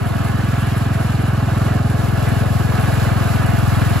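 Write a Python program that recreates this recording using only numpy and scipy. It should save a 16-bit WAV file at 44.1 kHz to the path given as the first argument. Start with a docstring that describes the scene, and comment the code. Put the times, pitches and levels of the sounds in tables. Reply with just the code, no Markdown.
"""Tractor and seed drill, from the driver's seat.

Out on a field at steady revs, two microphones close behind the engine. Each firing sends a puff down
the exhaust that sinks in pitch, booms and rings the pipe. The chassis shudders, the engine clatters in
step with the shaft, gears whine, fan and belts hiss. Behind the seat a small towed seed drill rattles
and clanks on its hitch."""
import sys
import numpy as np
from scipy import signal
from scipy.fft import rfft, irfft
from scipy.io import wavfile
from scipy.ndimage import uniform_filter1d, map_coordinates

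SR = 44100
rng = np.random.default_rng(int(sys.argv[2]) if len(sys.argv) > 2 else 0)


def file_out(sig):
    """Save sig as 16-bit WAV at sys.argv[1]."""
    # one column per channel
    cols = np.atleast_2d(sig).T
    # limit, then scale
    lim = np.clip(cols, -1, 1)
    pcm = np.round(lim * 32767).astype(np.int16)
    wavfile.write(sys.argv[1], SR, pcm)


N = 176400
TIME, FREQS = np.arange(N) / SR, np.fft.rfftfreq(N, 1 / SR)


def undb(db):
    """Decibels to gain."""
    return 10 ** (np.asarray(db) / 20)


def unit(x):
    """Scale to rms 1."""
    return x / np.sqrt(np.mean(x ** 2))


def curve(table, column=1):
    """One column of a time table at every sample."""
    rows = np.array(table)
    return np.interp(TIME, rows[:, 0], rows[:, column])


def across(table, column=1):
    """One column of a frequency table at every bin."""
    rows = np.array(table)
    return np.interp(np.log(FREQS + 1), np.log(rows[:, 0]), rows[:, column])


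def colour(x, table):
    """Filter by a spectrum that falls away steeply past its ends; the result has rms 1."""
    hz = FREQS + 1
    skirts = np.minimum(hz / table[0][0], 1) ** 4 * np.minimum(table[-1][0] / hz, 1) ** 4
    return unit(irfft(rfft(x) * undb(across(table)) * skirts, N))


def wander(per_s):
    """Smooth random wander with rms 1."""
    hold = int(SR / per_s)
    steps = np.repeat(rng.standard_normal(N // hold + 1), hold)
    return unit(uniform_filter1d(uniform_filter1d(steps, hold), hold)[:N])


def ride_band(x, db, hz, kind="band", order=2):
    """Raise or lower one band along a level curve."""
    band = signal.sosfiltfilt(signal.butter(order, hz, kind, fs=SR, output="sos"), x)
    return x + band * (undb(db) - 1)


# How the machinery reaches the two microphones at the seat
# (frequency [Hz], left minus right [dB], right lead [rad], likeness [0-1])
MIC_PATHS = [(307, 1.5, 0.46, 0.92), (477, -8, 1.94, 0.83), (637, -10, -1.73, 0.25),
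             (732, -6.5, -0.84, 0.37), (1080, -3, -0.77, 1), (1810, -3.5, -0.12, 0.64),
             (2600, -1, 0.68, 0.07), (3460, 0.5, -1.36, 0.68), (5000, 0.5, -0.17, 0.23),
             (6100, 2.5, 1.8, 0.45), (7400, -4, -0.22, 1), (15100, 1.5, 0.57, 0.86)]

def at_microphones(main, stray):
    """Spread a sound over the pair; the stray part differs between them and the left treble lags."""
    pan_db, lead, likeness = (across(MIC_PATHS, column) for column in (1, 2, 3))
    treble_hz, treble_lag_s = 6830, .000226
    lead = lead + 2 * np.pi * treble_lag_s * np.maximum(FREQS - treble_hz, 0)
    mid = rfft(main) * np.sqrt((1 + likeness) / 2)
    side = rfft(stray) * np.sqrt((1 - likeness) / 2)
    left = (mid + side) * undb(pan_db / 2)
    right = (mid - side) * undb(-pan_db / 2) * np.exp(1j * lead)
    equal_power = np.sqrt(2 / (undb(pan_db) + undb(-pan_db)))
    return irfft(equal_power * np.array([left, right]), N)


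# Ahead of the seat: a deep boom under each puff near twice the firing rate, then the pipe's higher rings
# (frequency [Hz], decay [s], delay after the puff [s], level against the puff [dB])
BOOM_AND_RINGS = [(45, 0.04, 0.0026, -26), (175.2, 0.0088, 0.00755, -6), (239, 0.032, 0.0008, -31.5),
                  (302, 0.015, 0.01433, -21), (323, 0.027, 0.00994, -32.5)]
PUFF_START_HZ, PUFF_SINK_S, PUFF_PEAK_S, PUFF_SHAPE = 193.2, 0.03515, 0.014, 2.2
PUFF_DELAY_S, OCTAVE_SHARE, OCTAVE_FADE_S = 0.0073, 0.36, 0.016
PUFF_SCATTER_DB, PUFF_JITTER_S, PUFF_DETUNE = 0.41, .00007, .003
TONE_SCATTER_DB, TONE_DETUNE = 1.5, 0.011

def exhaust(firings):
    """A puff per firing: it swells, sinks in pitch and dies over a deep boom, and the pipe rings."""
    starts = np.interp(np.arange(int(firings[-1]) + 1), firings, TIME) + PUFF_DELAY_S
    out = np.zeros(N)
    for start in starts:
        size, late, pitch, strength, tune = rng.standard_normal(5)
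        span = slice(int(start * SR), int(start * SR) + SR // 10)
        age = np.maximum(TIME[span] - start - PUFF_JITTER_S * late, 0)
        start_hz = PUFF_START_HZ * (1 + PUFF_DETUNE * pitch)
        phase = 2 * np.pi * start_hz * PUFF_SINK_S * (1 - np.exp(-age / PUFF_SINK_S))
        swell = (age / PUFF_PEAK_S * np.exp(1 - age / PUFF_PEAK_S)) ** PUFF_SHAPE
        octave = OCTAVE_SHARE * np.exp(-age / OCTAVE_FADE_S) * np.cos(2 * phase)
        puff = -swell * (np.sin(phase) + octave)
        for hz, decay, delay, db in BOOM_AND_RINGS:
            tone_age = np.maximum(age - delay, 0)
            tone = np.sin(2 * np.pi * hz * (1 + TONE_DETUNE * tune) * tone_age)
            puff += undb(db + TONE_SCATTER_DB * strength) * tone * np.exp(-tone_age / decay)
        out[span] += undb(PUFF_SCATTER_DB * size) * puff
    return unit(out)


# Shudder of the chassis, under the seat (frequency [Hz], relative density [dB])
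CHASSIS_SPECTRUM = [(48, -7), (60, -9), (100, -10), (200, -8), (250, 1.5), (320, -4), (480, -13)]

def chassis(firings, depth=0.29):
    """A low rumble that pulses once per firing."""
    pulse = 1 + depth * np.cos(2 * np.pi * (firings - .4))
    return colour(pulse * rng.standard_normal(N), CHASSIS_SPECTRUM)


# Exhaust and chassis between the microphones (time [s], left minus right [dB], left lag [s])
EXHAUST_IMAGE = [(0, 2, 0.0011), (.55, 0, 0.0006), (1.05, 0.5, 0.00052), (1.94, 0.5, 0.00046),
                 (2.02, 3.5, 0.00077), (4, 2.5, 0.0013)]

def place_exhaust(sound):
    """Level and arrival differ across the pair; the image narrows, then widens again."""
    pan_db, lag = curve(EXHAUST_IMAGE, 1), curve(EXHAUST_IMAGE, 2)
    return np.array([undb(side * pan_db / 2) * np.interp(TIME - side * lag / 2, TIME, sound)
                     for side in (1, -1)])


# Engine block and panels, close ahead (frequency [Hz], relative density [dB])
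BLOCK_SPECTRUM = [(210, -4), (350, -2.5), (382, -10), (413, -4), (447, -4.5), (478, -5), (604, -5),
                  (679, -0.1), (919, -9), (994, -8.5), (1060, -8), (1270, -7.5), (1380, -9), (1700, -8.5),
                  (1930, -17.5), (2280, -17), (2850, -16.5), (3330, -25.5), (3600, -24.5), (4680, -33),
                  (7920, -120)]
# Tone of the clatter at the seat (time [s], low band gain [dB], high band gain [dB])
CLATTER_TONE = [(0, -1.5, -1), (.5, -1.5, -.3), (.67, -2, 1.5), (.8, -1.5, 0.5), (1.15, 0.5, 0),
                (1.45, -2, -2.5), (1.66, 2.5, 0), (1.9, 2.5, -2.5), (2.12, 2.5, -2), (2.25, 5, 1.5),
                (2.62, 2.5, -0.5), (2.8, 1.5, -0.5), (3.03, 2, 0), (3.22, -0.5, -1), (3.38, -0.5, 0),
                (3.6, -2, -1.5), (4, -1, 0)]
REPEAT_SHARE, KNOCK_DEPTH, LUMP_DB = 0.36, 0.045, 0.8

def clatter(firings):
    """Valve gear and cogs repeat every two firings, amid loose chatter, whine, ringing and chinks."""
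    pattern = rng.standard_normal(4096)
    position = firings / 2 % 1 * len(pattern)
    repeating = unit(map_coordinates(pattern, [position], mode="grid-wrap"))
    knock = 1 + KNOCK_DEPTH * np.cos(2 * np.pi * 2 * (firings - .4))  # twice per firing
    knock *= undb(LUMP_DB * wander(per_s=110))
    chatter = np.sqrt(REPEAT_SHARE) * repeating + np.sqrt(1 - REPEAT_SHARE) * rng.standard_normal(N)
    main = colour(knock * chatter, BLOCK_SPECTRUM) + gear_whine(firings) + ringing_metal() + chinks()
    stray = colour(knock * rng.standard_normal(N), BLOCK_SPECTRUM)
    sound = at_microphones(main, stray)
    sound = ride_band(sound, curve(CLATTER_TONE, 1), hz=(350, 640))
    return ride_band(sound, curve(CLATTER_TONE, 2), hz=(1600, 4500))


# Gear and shaft tones, close by (order [x firing rate], level against the block [dB])
GEAR_ORDERS = [(19, -17), (31, -16), (32, -11.5), (34, -19), (35, -22), (39, -18.5), (51, -18.5),
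               (57.8, -21.5), (69.3, -19), (79, -19)]

def gear_whine(firings, waver_db=3, waver_rad=0.61):
    """Tones locked to the shaft, each wavering in level and phase."""
    out = np.zeros(N)
    for order, db in GEAR_ORDERS:
        amplitude = np.sqrt(2) * undb(db + waver_db * wander(per_s=12))
        out += amplitude * np.sin(2 * np.pi * order * firings + waver_rad * wander(per_s=30))
    return out


# Ringing metal parts around the seat (frequency [Hz], level against the block [dB])
METAL_MODES = [(682, -12.5), (1090, -17), (1230, -21), (1340, -18), (1570, -22), (1700, -18), (2530, -25.5),
               (2745, -26), (2905, -24.5)]

def ringing_metal(width_hz=19, flicker_db=2.5):
    """Narrow resonances of metal parts, shaken unevenly by the vibration."""
    out = np.zeros(N)
    for hz, db in METAL_MODES:
        shake = rng.standard_normal(N) * undb(flicker_db * wander(per_s=12))
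        resonance = signal.iirpeak(hz, hz / width_hz, fs=SR)
        out += undb(db) * unit(signal.lfilter(*resonance, shake))
    return out


CHINKS_PER_S, CHINK_DECAY_S, CHINK_RELATIVE_DB, CHINK_SPREAD_DB = 260, 0.019, -8, 4
CHINK_LOW_HZ, CHINK_HIGH_HZ, CHINK_KNEE_HZ, CHINK_FALL_DB_PER_OCTAVE = 1050, 4494, 1400, 8.5

def chinks():
    """Many small loose parts are jolted and ring briefly, each at its own pitch, high ones fainter."""
    age = np.arange(SR // 10) / SR
    out = np.zeros(N + len(age))
    for when, pitch, size in rng.random((int(CHINKS_PER_S * N / SR), 3)):
        hz = CHINK_LOW_HZ * (CHINK_HIGH_HZ / CHINK_LOW_HZ) ** pitch
        db = CHINK_SPREAD_DB * size - CHINK_FALL_DB_PER_OCTAVE * max(np.log2(hz / CHINK_KNEE_HZ), 0)
        at = int(when * N)
        out[at:at + len(age)] += undb(db) * np.sin(2 * np.pi * hz * age) * np.exp(-age / CHINK_DECAY_S)
    return undb(CHINK_RELATIVE_DB) * unit(out[:N])


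# Fan and belts, up front (frequency [Hz], relative density [dB])
FAN_SPECTRUM = [(2200, 3), (3200, -1.5), (4000, 1.6), (5200, -1), (6000, -3.5), (7500, -3), (9000, -4),
                (11200, -3), (12500, -2), (14500, -11.5), (16000, -19.5)]
# Highest treble of the hiss at the seat (time [s], gain [dB])
FAN_TREBLE = [(0, 0.82), (.6, -0.48), (1.2, -1.2), (1.85, -1.8), (2.1, 1), (2.7, 0.67), (3.3, .5), (4, 1)]

def fan_hiss(grain_db=1, flicker_db=1.09):
    """Fine grainy hiss of the fan and belts; its top brightens halfway through."""
    grain = undb(grain_db * wander(per_s=500) + flicker_db * wander(per_s=24.75))
    main, stray = (colour(grain * rng.standard_normal(N), FAN_SPECTRUM) for _ in range(2))
    return ride_band(at_microphones(main, stray), curve(FAN_TREBLE), hz=10000, kind="high", order=4)


# Rattles of the drill, towed behind the seat (time [s], peak level before trim [dB])
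DRILL_RATTLES = [(1.2184, -37), (1.58, -33), (1.645, -36), (1.8592, -40), (2.0457, -39), (2.2864, -30),
                 (2.39, -33), (2.796, -31), (2.824, -30), (2.9374, -35), (3.2724, -34), (3.3574, -33),
                 (3.461, -28), (3.675, -31), (3.8955, -30)]
# Ring of its loose metal (frequency [Hz], relative density [dB])
RATTLE_SPECTRUM = [(1500, -24), (2800, 7), (5500, -14), (8000, 5), (11500, 8), (15000, -24)]
RATTLE_TRIM_DB, RATTLE_DECAY_S, TICKS_PER_S, TICK_MAX_DB = -4.5, 0.0098, 45, -41

def drill():
    """Loose metal on the drill: a few clear rattles among many faint ticks."""
    hits = np.zeros(N)
    for start, db in DRILL_RATTLES:
        hits[int(start * SR)] += undb(db + RATTLE_TRIM_DB)
    for when, size in rng.random((int(TICKS_PER_S * N / SR), 2)):
        hits[int(when * N)] += undb(TICK_MAX_DB) * size
    envelope = signal.lfilter([1], [1, -np.exp(-1 / (RATTLE_DECAY_S * SR))], hits)
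    main, stray = (envelope * colour(rng.standard_normal(N), RATTLE_SPECTRUM) for _ in range(2))
    return at_microphones(main, stray)


# Hitch and frame, just behind the seat (time [s], peak level [dB], centre [Hz])
HITCH_CLANKS = [(1.089, -27, 1190), (1.618, -24, 770), (1.655, -32, 1770), (2.282, -31, 1090),
                (2.722, -24, 1000), (2.995, -36, 3700), (3.338, -22, 1200), (3.36, -30.5, 2700),
                (3.818, -21.5, 1540)]

def hitch(decay_s=0.012):
    """Play in the hitch and frame: each jolt gives a short, heavily damped clank."""
    out = np.zeros(N)
    for start, db, hz in HITCH_CLANKS:
        resonance = signal.iirpeak(hz, Q=3.1, fs=SR)
        band = signal.lfilter(*resonance, rng.standard_normal(N))
        ring = unit(signal.lfilter(*resonance, band))
        envelope = (TIME >= start) * np.exp(-np.abs(TIME - start) / decay_s)
        out += undb(db) * ring * envelope
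    return at_microphones(out, stray=np.zeros(N))


# Engine speed across the field (time [s], firing rate [Hz])
FIRING_RATE = [(0.0, 21.211), (0.5, 21.252), (1.0, 21.256), (1.5, 21.249), (2.0, 21.291), (2.5, 21.33),
               (3.0, 21.384), (3.5, 21.357), (4.0, 21.459)]
# Balance at the seat, before the trims (time [s], exhaust [dB], clatter [dB], hiss [dB])
SEAT_LEVELS = [(0, -19, -30, -43.5), (.4, -17.5, -29.5, -40.5), (1, -17, -30, -40.5),
               (1.45, -16.5, -28.5, -41.7), (1.66, -16, -29, -40), (1.93, -16, -30.5, -42),
               (2.03, -17.5, -29, -40.5), (2.33, -16.5, -28.5, -38.5), (2.55, -16.5, -30.5, -40),
               (2.78, -16.5, -26.5, -38), (3.02, -16, -26.5, -37), (3.3, -16, -27, -38.5),
               (3.5, -15.5, -26.5, -38), (3.65, -15, -26.5, -37), (4, -15.5, -26.5, -38)]
EXHAUST_TRIM_DB, CLATTER_TRIM_DB, HISS_TRIM_DB, CHASSIS_DB = 0.5, 1.51, 1.65, -33

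def scene():
    """From the seat: one shaft drives exhaust, chassis and clatter; hiss, drill and hitch join them."""
    firings = np.cumsum(curve(FIRING_RATE)) / SR  # running count
    puffs = exhaust(firings) * undb(curve(SEAT_LEVELS, 1) + EXHAUST_TRIM_DB)
    rumble = chassis(firings) * undb(CHASSIS_DB)
    engine = clatter(firings) * undb(curve(SEAT_LEVELS, 2) + CLATTER_TRIM_DB)
    hiss = fan_hiss() * undb(curve(SEAT_LEVELS, 3) + HISS_TRIM_DB)
    return place_exhaust(puffs + rumble) + engine + hiss + drill() + hitch()


def record(dry):
    """The recorder cuts the deepest bass and the top from both microphones."""
    low_cut_hz, top_hz = 33, 15750
    hz = np.fft.rfftfreq(2 * N, 1 / SR) + 1
    sound = irfft(rfft(dry, 2 * N) / np.sqrt(1 + (low_cut_hz / hz) ** 16))[:, :N]
    return signal.sosfilt(signal.ellip(10, .2, 80, top_hz, fs=SR, output="sos"), sound)


dry = scene()
out = record(dry)
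file_out(out)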